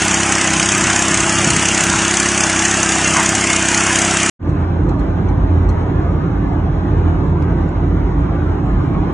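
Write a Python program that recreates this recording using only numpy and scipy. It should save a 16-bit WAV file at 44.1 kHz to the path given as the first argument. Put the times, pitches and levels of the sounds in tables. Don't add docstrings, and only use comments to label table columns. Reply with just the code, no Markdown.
import sys
import numpy as np
from scipy import signal
from scipy.fft import rfft, irfft, dct, next_fast_len
from scipy.io import wavfile
from scipy.ndimage import uniform_filter1d, map_coordinates

SR = 44100
rng = np.random.default_rng(int(sys.argv[2]) if len(sys.argv) > 2 else 0)


def invert_db(x):
    u = np.asarray(x, float) / 20
    return 10 ** u


def bounce(signal):
    frames = np.transpose(np.atleast_2d(signal))
    limited = np.clip(frames, -1, 1)
    pcm = np.round(limited * 32767).astype(np.int16)
    wavfile.write(sys.argv[1], SR, pcm)


N = 402633

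# [t/s, firing rate/Hz]
FIRING_RATE = [(0.0, 32.07), (0.244, 33.61), (0.577, 32.09), (0.706, 33.47), (0.839, 32.87), (1.4, 33.17),
               (1.477, 34.46), (1.529, 32.83), (2.066, 33.04), (2.33, 34.23), (2.544, 31.71),
               (2.691, 34.08), (2.986, 32.26), (3.303, 32.78), (3.406, 34.01), (3.568, 31.82),
               (3.672, 33.19), (4.3, 32.73)]
# [t/s, level/dB]
TINE_LOAD = [
    (0, 0.5),
    (.4, 0),
    (1.0, 0),
    (2.0, 0.5),
    (2.45, 0),
    (3.15, 0.5),
    (3.5, -0.5),
    (3.9, 1),
    (4.3, 0),
]
# [multiple of firing rate, level/dB]
EXHAUST_ORDERS = [(1, -23.5), (2, -4.5), (3, -1), (4, -12.5), (5, -2), (6, 1.5), (7, -4), (8, -4), (9, -4),
                  (10, 3), (11, -3.5), (12, -12.5), (13, -29), (14, -29.5), (15, -20.5), (16, -23.5),
                  (17, -16.5), (18, -26.5), (19, -43.5), (20, -10), (21, -36)]
# [f/Hz, level/dB]
CASING_SPECTRUM = [(400, -42.5), (700, -18.5), (1600, -1.5), (2800, -3), (4000, -9.5), (5300, -6.5),
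                   (6400, 3), (7400, 0.5), (9000, -9), (10300, -9), (10900, -46.5)]
# [f/Hz, level/dB]
VALVE_SPECTRUM = [(1200, -20), (2500, -1.5), (8000, -4.5), (10500, -21)]
# [f/Hz, level/dB]
ANSWER_SPECTRUM = [(500, -22), (800, 5), (2000, -2.5), (3500, -35)]
# [f/Hz, level/dB per Hz]
CHURN_SPECTRUM = [(240, -8), (400, -6), (491, -14), (572, -8.5), (665, -1.5), (937, -5), (1580, -2),
                  (2220, -5), (2770, -3), (3960, -14.5), (5280, -7.5), (6320, -2.5), (7240, -2.5),
                  (9800, -8), (10600, -51), (13800, -54), (22000, -120)]
# [t/s, peak level/dB, f/Hz]
STONES = [
    (3.157, -6, 1110),
    (3.179, -6, 991),
]
# [t/s, peak level/dB]
HIGH_FLICKERS = [(0.0488, -30), (0.155, -44), (0.1755, -42), (0.2912, -41.5), (0.5033, -49.5), (0.5663, -43.5),
                 (0.7387, -47.5), (0.7771, -24.5), (0.9902, -30), (1.0819, -37.5), (1.204, -39),
                 (1.2331, -43.5), (1.6546, -51), (1.6857, -44.5), (1.8362, -27.5), (2.0473, -42.5),
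                 (2.592, -49), (2.6236, -41), (2.7978, -47), (3.1075, -40.5), (3.1592, -47), (3.2291, -35.5),
                 (3.2899, -29), (3.715, -41), (3.8862, -40.5), (3.926, -45), (3.9599, -41.5), (3.9873, -29.5),
                 (4.141, -41.5), (4.2964, -35)]
# [f/Hz, level/dB]
FLICKER_SPECTRUM = [(11600, -28), (12800, -6), (14000, 0), (15500, -4), (15900, -30)]
# [f/Hz, level/dB]
SKIRT_SPECTRUM = [(10000, 0), (10600, -8), (11600, -26)]
# [t/s, peak level/dB, half length/s]
WIND_GUSTS = [
    (.1, -29.5, .1),
    (.67, -27, 0.071),
    (.86, -22, 0.083),
    (1.2, -22.5, 0.072),
    (1.5, -20, .07),
    (1.93, -24.5, 0.073),
    (3.15, -31.5, 0.11),
    (3.7, -32.5, 0.078),
]
# [f/Hz, level/dB per Hz]
WIND_SPECTRUM = [(30, -33), (60, -7), (150, 2), (300, -5.5), (450, -17), (700, -35)]
# [f/Hz, width/Hz]
DRIFTING_NULLS = [(3600, 200), (4100, 330), (8800, 150), (9200, 200)]
# [t/s, firing order f/Hz, effort level/dB]
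CAR_ENGINE = [(4.46, 85.5, -24.5), (4.62, 85.5, -16.5), (5.0, 85.5, -23), (5.1, 85.5, -18.5),
              (5.22, 85.5, -24.5), (5.45, 85.5, -17.5), (6.3, 85.5, -21.5), (6.45, 85.4, -27),
              (6.65, 85.4, -19.5), (7.11, 85.4, -21), (7.4, 84.1, -21.5), (7.75, 84.2, -22.5),
              (7.95, 82.8, -20.5), (8.25, 80.1, -27.5), (8.5, 82.8, -17.5), (8.62, 82.8, -30),
              (8.75, 83, -25), (9.13, 80.1, -23.5)]
# [f/Hz, width/Hz, level/dB]
AIR_MODE = [(50.3, 36, 0)]
# [t/s, boom level/dB, half length/s]
ROAD_BUMPS = [(4.51, -22, .05), (4.88, -17.5, 0.056), (5.05, -17.5, .06), (5.32, -16, .05),
              (5.44, -15, .04), (5.66, -13.5, .05), (5.98, -17.5, .04), (6.09, -18, 0.048),
              (6.38, -17.5, .04), (6.5, -17.5, 0.049), (6.7, -20, 0.1), (6.97, -17.5, .06),
              (7.14, -18.5, 0.078), (7.28, -17, .03), (7.56, -19.5, .07), (7.78, -17.5, .05),
              (7.97, -18.5, 0.16), (8.2, -18, .04), (8.33, -18, 0.033), (8.51, -22, .06),
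              (8.75, -14, 0.071), (8.98, -19, 0.033)]
# [f/Hz, width/Hz, level/dB]
PANEL_MODES = [(110.8, 22, 0), (165, 26.4, 0), (196.7, 54.5, -7.5), (261, 26, -6.5), (294, 30.5, -4),
               (347.3, 17, -5.5), (375, 33, -9)]
# [f/Hz, level/dB per Hz]
ROAR_SPECTRUM = [(250, -24), (420, -2.5), (591, -6.5), (820, -5), (1240, -10.5), (1340, -15.5),
                 (1470, -13.5), (3830, -38.5), (4290, -39.5), (4810, -74), (5390, -53.5), (6760, -50),
                 (8600, -62.5), (11200, -84.5), (18900, -120)]
# [f/Hz, level/dB per Hz]
PORT_DIFFERENCE = [(88, -31), (150, -9.5), (213, -1), (262, -1), (341, 1.5), (527, -5), (787, -3.5),
                   (1200, -6.5), (1420, -7.5), (2090, -22.5), (5090, -32), (5950, -39), (6610, -68.5),
                   (8580, -38), (9700, -47.5), (12600, -83), (21300, -120)]
# [t/s, peak level/dB]
RELAY_TICKS = [
    (4.4902, -45),
    (4.8898, -39),
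    (4.9916, -47.5),
    (5.2859, -46),
    (5.6885, -40.5),
]
# [f/Hz, width/Hz, level/dB]
RELAY_MODES = [(4130, 200, -5), (5900, 470, -6.5), (6840, 370, -9), (7820, 250, -9)]
# [t/s, peak level/dB]
TRIM_CLICKS = [
    (7.424, -45),
    (7.6804, -56),
    (7.691, -47),
]
# [f/Hz, level/dB]
TRIM_SPECTRUM = [(1500, -8), (3000, -2), (7000, -3), (10000, -13), (11000, -60)]
# [f/Hz, level/dB]
COMMON_TREBLE = [(20, -1), (4100, 1.5), (4400, -13.5), (5000, -2.5), (5400, 10), (8000, 8), (8500, -8.5),
                 (9800, -32)]
# [f/Hz, level/dB]
PORT_LEAN = [(60, -1.3), (300, -2.5), (600, -2.5), (1500, 0)]
# [f/Hz, phase/rad]
PORT_LEAD = [(250, 0), (800, .4), (1500, .5), (3500, .6), (4500, 0)]

FIRST_CYCLE = .37
ECHO_CYCLES, ECHO_GAIN = .335, .6
EXHAUST_DB, CHURN_DB, CLATTER_DB = -23, -18.2, -19.5
EXHAUST_GROWS, CHURN_GROWS = 0.23, 0.87
SHUDDER_DB = 0.23
BREEZE_DB = -33.5
FIELD_TOP_HZ, SKIRT_DB = 10200, -62
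CEILING = .72
SMOOTH_ROAD_DB = -26
ROAD_DB, ROAR_MEAN_DB = -18.5, -37.5
ROAD_SWAY_DB, HUM_SWAY_DB = 1, 0.5
ROAR_COMMON_DB, ROAR_APART_DB = 7.5, 7
CUT_S, FADE_START_S, FADE_END_S = 4.2988, 4.392, 4.485


def unit(x):
    return x / np.sqrt(np.mean(x ** 2) + 1e-20)


def shape(points):
    f, db = np.transpose(points)
    return lambda hz: invert_db(np.interp(np.log(hz + 1), np.log(f + 1), db, -120, -120))


def modes(rows):
    def response(f):
        total = 0
        for k, (centre, width, db) in enumerate(rows):
            damping = 1j * f * width
            total = total + (-1) ** k * invert_db(db) * damping / (centre * centre - f * f + damping)
        return total
    return response


def curves(rows):
    s, *cols = np.transpose(rows)
    t = np.arange(N) / SR
    return [uniform_filter1d(np.interp(t, s, c), size=1500) for c in cols]


def wobble(rate_hz):
    knots = rng.standard_normal(int(N * rate_hz / SR) + 4)
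    return map_coordinates(knots, [np.arange(N) * rate_hz / SR])


def swells(events, floor_db):
    t = np.arange(0, N, 64) / SR
    power = invert_db(2 * floor_db)
    for s, db, half_s in events:
        power = power + invert_db(2 * db) * np.exp(-((t - s) / half_s) ** 2)
    return np.interp(np.arange(N) / SR, t, 10 * np.log10(power))


def puffs(events, life_s, rise_s):
    env, t = np.zeros(N + SR), np.arange(SR // 4) / SR
    for s, db in events:
        env[round(s * SR):][:len(t)] += invert_db(db - 60 * t / life_s) * (1 - np.exp(-t / rise_s))
    return env[:N]


def filtered(x, response):
    m = next_fast_len(N + 8192)
    return irfft(rfft(x, m) * response(np.fft.rfftfreq(m, 1 / SR)), m)[..., :N]


def rush(response, patchy_db, size=512):
    z = signal.stft(rng.standard_normal(N), nperseg=size)[2]
    field = uniform_filter1d(rng.standard_normal(z.shape), size=3, axis=0)
    field = uniform_filter1d(field, size=5, axis=1)
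    noise = signal.istft(z * invert_db(patchy_db * unit(field)), nperseg=size)[1][:N]
    return unit(filtered(noise, response))


def soft_ceiling(x):
    return x / (1 + np.abs(x / CEILING) ** 6) ** (1 / 6)


def thinned(x, under_db, quiet_db):
    m, band = 1024, 8
    h = m // 2
    window = np.sin(np.pi * (np.arange(2 * m) + .5) / (2 * m))
    padded = np.pad(x, (m, 2 * m))
    frames = np.lib.stride_tricks.sliding_window_view(padded, 2 * m)[::m] * window
    a, b, c, d = np.split(frames, 4, axis=1)
    coef = dct(np.hstack([-c[:, ::-1] - d, a - b[:, ::-1]]), type=4, norm="ortho")
    level_db = 10 * np.log10(np.mean(coef.reshape(len(coef), -1, band) ** 2, axis=2) + 1e-14)
    step_db = np.maximum(uniform_filter1d(level_db, size=17, axis=1) - under_db, quiet_db)
    step_db[:, :14] -= np.linspace(5, 1, 14) ** 2
    step = np.repeat(invert_db(step_db), band, axis=1)
    alive = np.repeat(level_db > step_db - 11, band, axis=1)
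    rounded = np.sign(coef) * np.floor(np.abs(coef) / step + .36) * step * alive
    u = dct(rounded, type=4, norm="ortho")
    p, q = u[:, :h], u[:, h:]
    out = np.hstack([q, -q[:, ::-1], -p[:, ::-1], -p]) * window
    return (out[1:, :m] + out[:-1, m:]).ravel()[:N]


def exhaust(cycle):
    beat = np.zeros(N)
    for k, db in EXHAUST_ORDERS:
        echo_phase = np.angle(1 + ECHO_GAIN * np.exp(-2j * np.pi * k * ECHO_CYCLES))
        phase = 2 * np.pi * k * cycle + echo_phase + 0.18 * wobble(13)
        beat -= invert_db(db + 0.9 * wobble(12)) * np.cos(phase)
    return unit(beat)


def casing_burst(firing, since_s):
    strengths = invert_db(np.minimum(2.5 * rng.standard_normal(400), 3))
    size = strengths[firing.astype(int)]
    blow = size * since_s / 0.002 * np.exp(1 - since_s / 0.0024)
    snap = np.maximum(since_s - .0015, 0) / .0004
    crack = .3 * np.minimum(size, 1.6) ** 2 * snap * np.exp(1 - snap)
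    rattle = blow * rush(shape(CASING_SPECTRUM), patchy_db=3)
    return rattle + crack * rush(shape(VALVE_SPECTRUM), patchy_db=-0.5)


def pipe_answer(since_s):
    late = np.maximum(since_s - .0105, 0) / 0.00088
    return late * np.exp(1 - late) * rush(shape(ANSWER_SPECTRUM), patchy_db=0.5)


def churned_soil(churn_db, clatter_db):
    hiss = rush(shape(CHURN_SPECTRUM), patchy_db=2.7, size=2048)
    high = filtered(hiss, lambda hz: 1 / (1 + (4000 / (hz + 1)) ** 8))

    def notch(hz):
        upper = .4 * np.exp(-((hz - 9150) / 250) ** 2)
        return 1 - upper - .2 * np.exp(-((hz - 3900) / 200) ** 2)
    soil = invert_db(churn_db - 0.3) * unit(hiss - high)
    return soil + invert_db(clatter_db - 2.5) * unit(filtered(high, notch))


def stones():
    total = np.zeros(N)
    for s, db, hz in STONES:
        ring = rush(modes([(hz, 200, 0), (1.9 * hz, 300, -3)]), patchy_db=0)
        total += puffs([(s, db - 7)], .25, rise_s=.004) * ring
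    return total


def wind():
    wind_db = swells(WIND_GUSTS, BREEZE_DB) + 1.5 * wobble(25)
    return invert_db(wind_db) * rush(shape(WIND_SPECTRUM), patchy_db=2)


def tiller():
    load_db = curves(TINE_LOAD)[0]
    exhaust_db = EXHAUST_DB + EXHAUST_GROWS * load_db
    churn_db = CHURN_DB + CHURN_GROWS * load_db + SHUDDER_DB * wobble(6)
    clatter_db = CLATTER_DB + load_db + SHUDDER_DB * wobble(6)
    rate = curves(FIRING_RATE)[0]
    cycle = FIRST_CYCLE + np.cumsum(rate) / SR
    firing = cycle + .06
    since_s = firing % 1 / rate
    engine = invert_db(exhaust_db + 1.85) * exhaust(cycle)
    engine += invert_db(clatter_db + 6.5) * casing_burst(firing, since_s)
    engine += invert_db(churn_db + 1) * pipe_answer(since_s)
    return engine + churned_soil(churn_db, clatter_db) + stones() + wind()


def high_flicker():
    flickers = puffs(HIGH_FLICKERS, .035, rise_s=.0015) * invert_db(-4) * rush(shape(FLICKER_SPECTRUM), patchy_db=6)
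    skirt = invert_db(SKIRT_DB + 6 * wobble(25)) * rush(shape(SKIRT_SPECTRUM), patchy_db=3)
    return flickers + thinned(skirt, under_db=6, quiet_db=-47)


def field():
    direct = tiller()
    x = direct
    for hz, width in DRIFTING_NULLS:
        depth = np.clip(.05 + .32 * wobble(22), 0, .7)
        x = x - depth * filtered(direct, lambda f: np.exp(-((f - hz) / width) ** 2))
    x = filtered(soft_ceiling(x), lambda hz: 1 / (1 + (hz / FIELD_TOP_HZ) ** 90))
    return thinned(x, under_db=-3, quiet_db=-36) + high_flicker()


def air_boom():
    sway = np.sqrt(2) * np.sin(2 * np.pi * np.cumsum(50.5 + 3 * wobble(8)) / SR)
    noise = unit(filtered(rush(modes(AIR_MODE), patchy_db=4), modes([(51.3, 95, 0)])))
    return invert_db(swells(ROAD_BUMPS, SMOOTH_ROAD_DB)) * (0.88 * sway + .5 * noise)


def engine_hum():
    order_hz, engine_db = curves(CAR_ENGINE)
    engine_db = engine_db + HUM_SWAY_DB * wobble(9)
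    hum = np.sqrt(2) * np.sin(2 * np.pi * np.cumsum(order_hz) / SR + 0.19 * wobble(18))
    near_hum = rush(modes([(84.5, 18, 0)]), patchy_db=1.3)
    return invert_db(engine_db + 4) * (0.72 * hum + 0.53 * near_hum)


def panel_rumble():
    def band(hz):
        return 1 / (1 + (hz / 430) ** 6) / (1 + (85 / (hz + 1)) ** 6)
    rumble = unit(filtered(rush(modes(PANEL_MODES), patchy_db=0.1), band))
    return invert_db(ROAD_DB + ROAD_SWAY_DB * wobble(9)) * rumble


def relay_and_trim():
    relay = unit(filtered(rush(modes(RELAY_MODES), patchy_db=4), modes(RELAY_MODES)))
    ticks = puffs(RELAY_TICKS, 0.065, rise_s=0.0026) * relay
    trim = rush(shape(TRIM_SPECTRUM), patchy_db=-1)
    return ticks + puffs(TRIM_CLICKS, .012, rise_s=0.00019) * invert_db(5) * trim


def port_response(hz):
    f, db = np.transpose(PORT_LEAN)
    lean_db = np.interp(np.log(hz + 1), np.log(f), db)
    lead_rad = np.interp(hz, *np.transpose(PORT_LEAD))
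    return invert_db(np.outer([.5, -.5], lean_db)) * np.exp(np.outer([.5j, -.5j], lead_rad))


def cabin():
    roar_db = ROAR_MEAN_DB + 0.27 * wobble(4)
    roar_db = roar_db + 0.25 * wobble(7.6) + 0.7 * wobble(30)
    roar = invert_db(roar_db + ROAR_COMMON_DB) * rush(shape(ROAR_SPECTRUM), patchy_db=2.7, size=2048)
    side = invert_db(roar_db + ROAR_APART_DB) * rush(shape(PORT_DIFFERENCE), patchy_db=3.2, size=2048)
    ticks = relay_and_trim()
    low = soft_ceiling(air_boom() + engine_hum() + panel_rumble())
    low = filtered(low, lambda hz: 1 / (1 + (hz / 900) ** 6))
    mid = filtered(low + roar, shape(COMMON_TREBLE)) + ticks
    mid = thinned(mid, under_db=-3, quiet_db=-51)
    side = thinned(side + .6 * ticks, under_db=-3, quiet_db=-51)
    return filtered(np.array([mid, mid]), port_response) + np.outer([1, -1], side)


def scene():
    t = np.arange(N) / SR
    stop = np.clip((CUT_S - t) / .001, 0, 1)
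    fade = np.clip((t - FADE_START_S) / (FADE_END_S - FADE_START_S), 0, 1)
    return stop * field() + fade * cabin()


def top_cut(x):
    return signal.sosfilt(signal.butter(12, 15830, fs=SR, output="sos"), x)


def record(dry):
    return top_cut(dry)


dry = scene()
out = record(dry)
bounce(out)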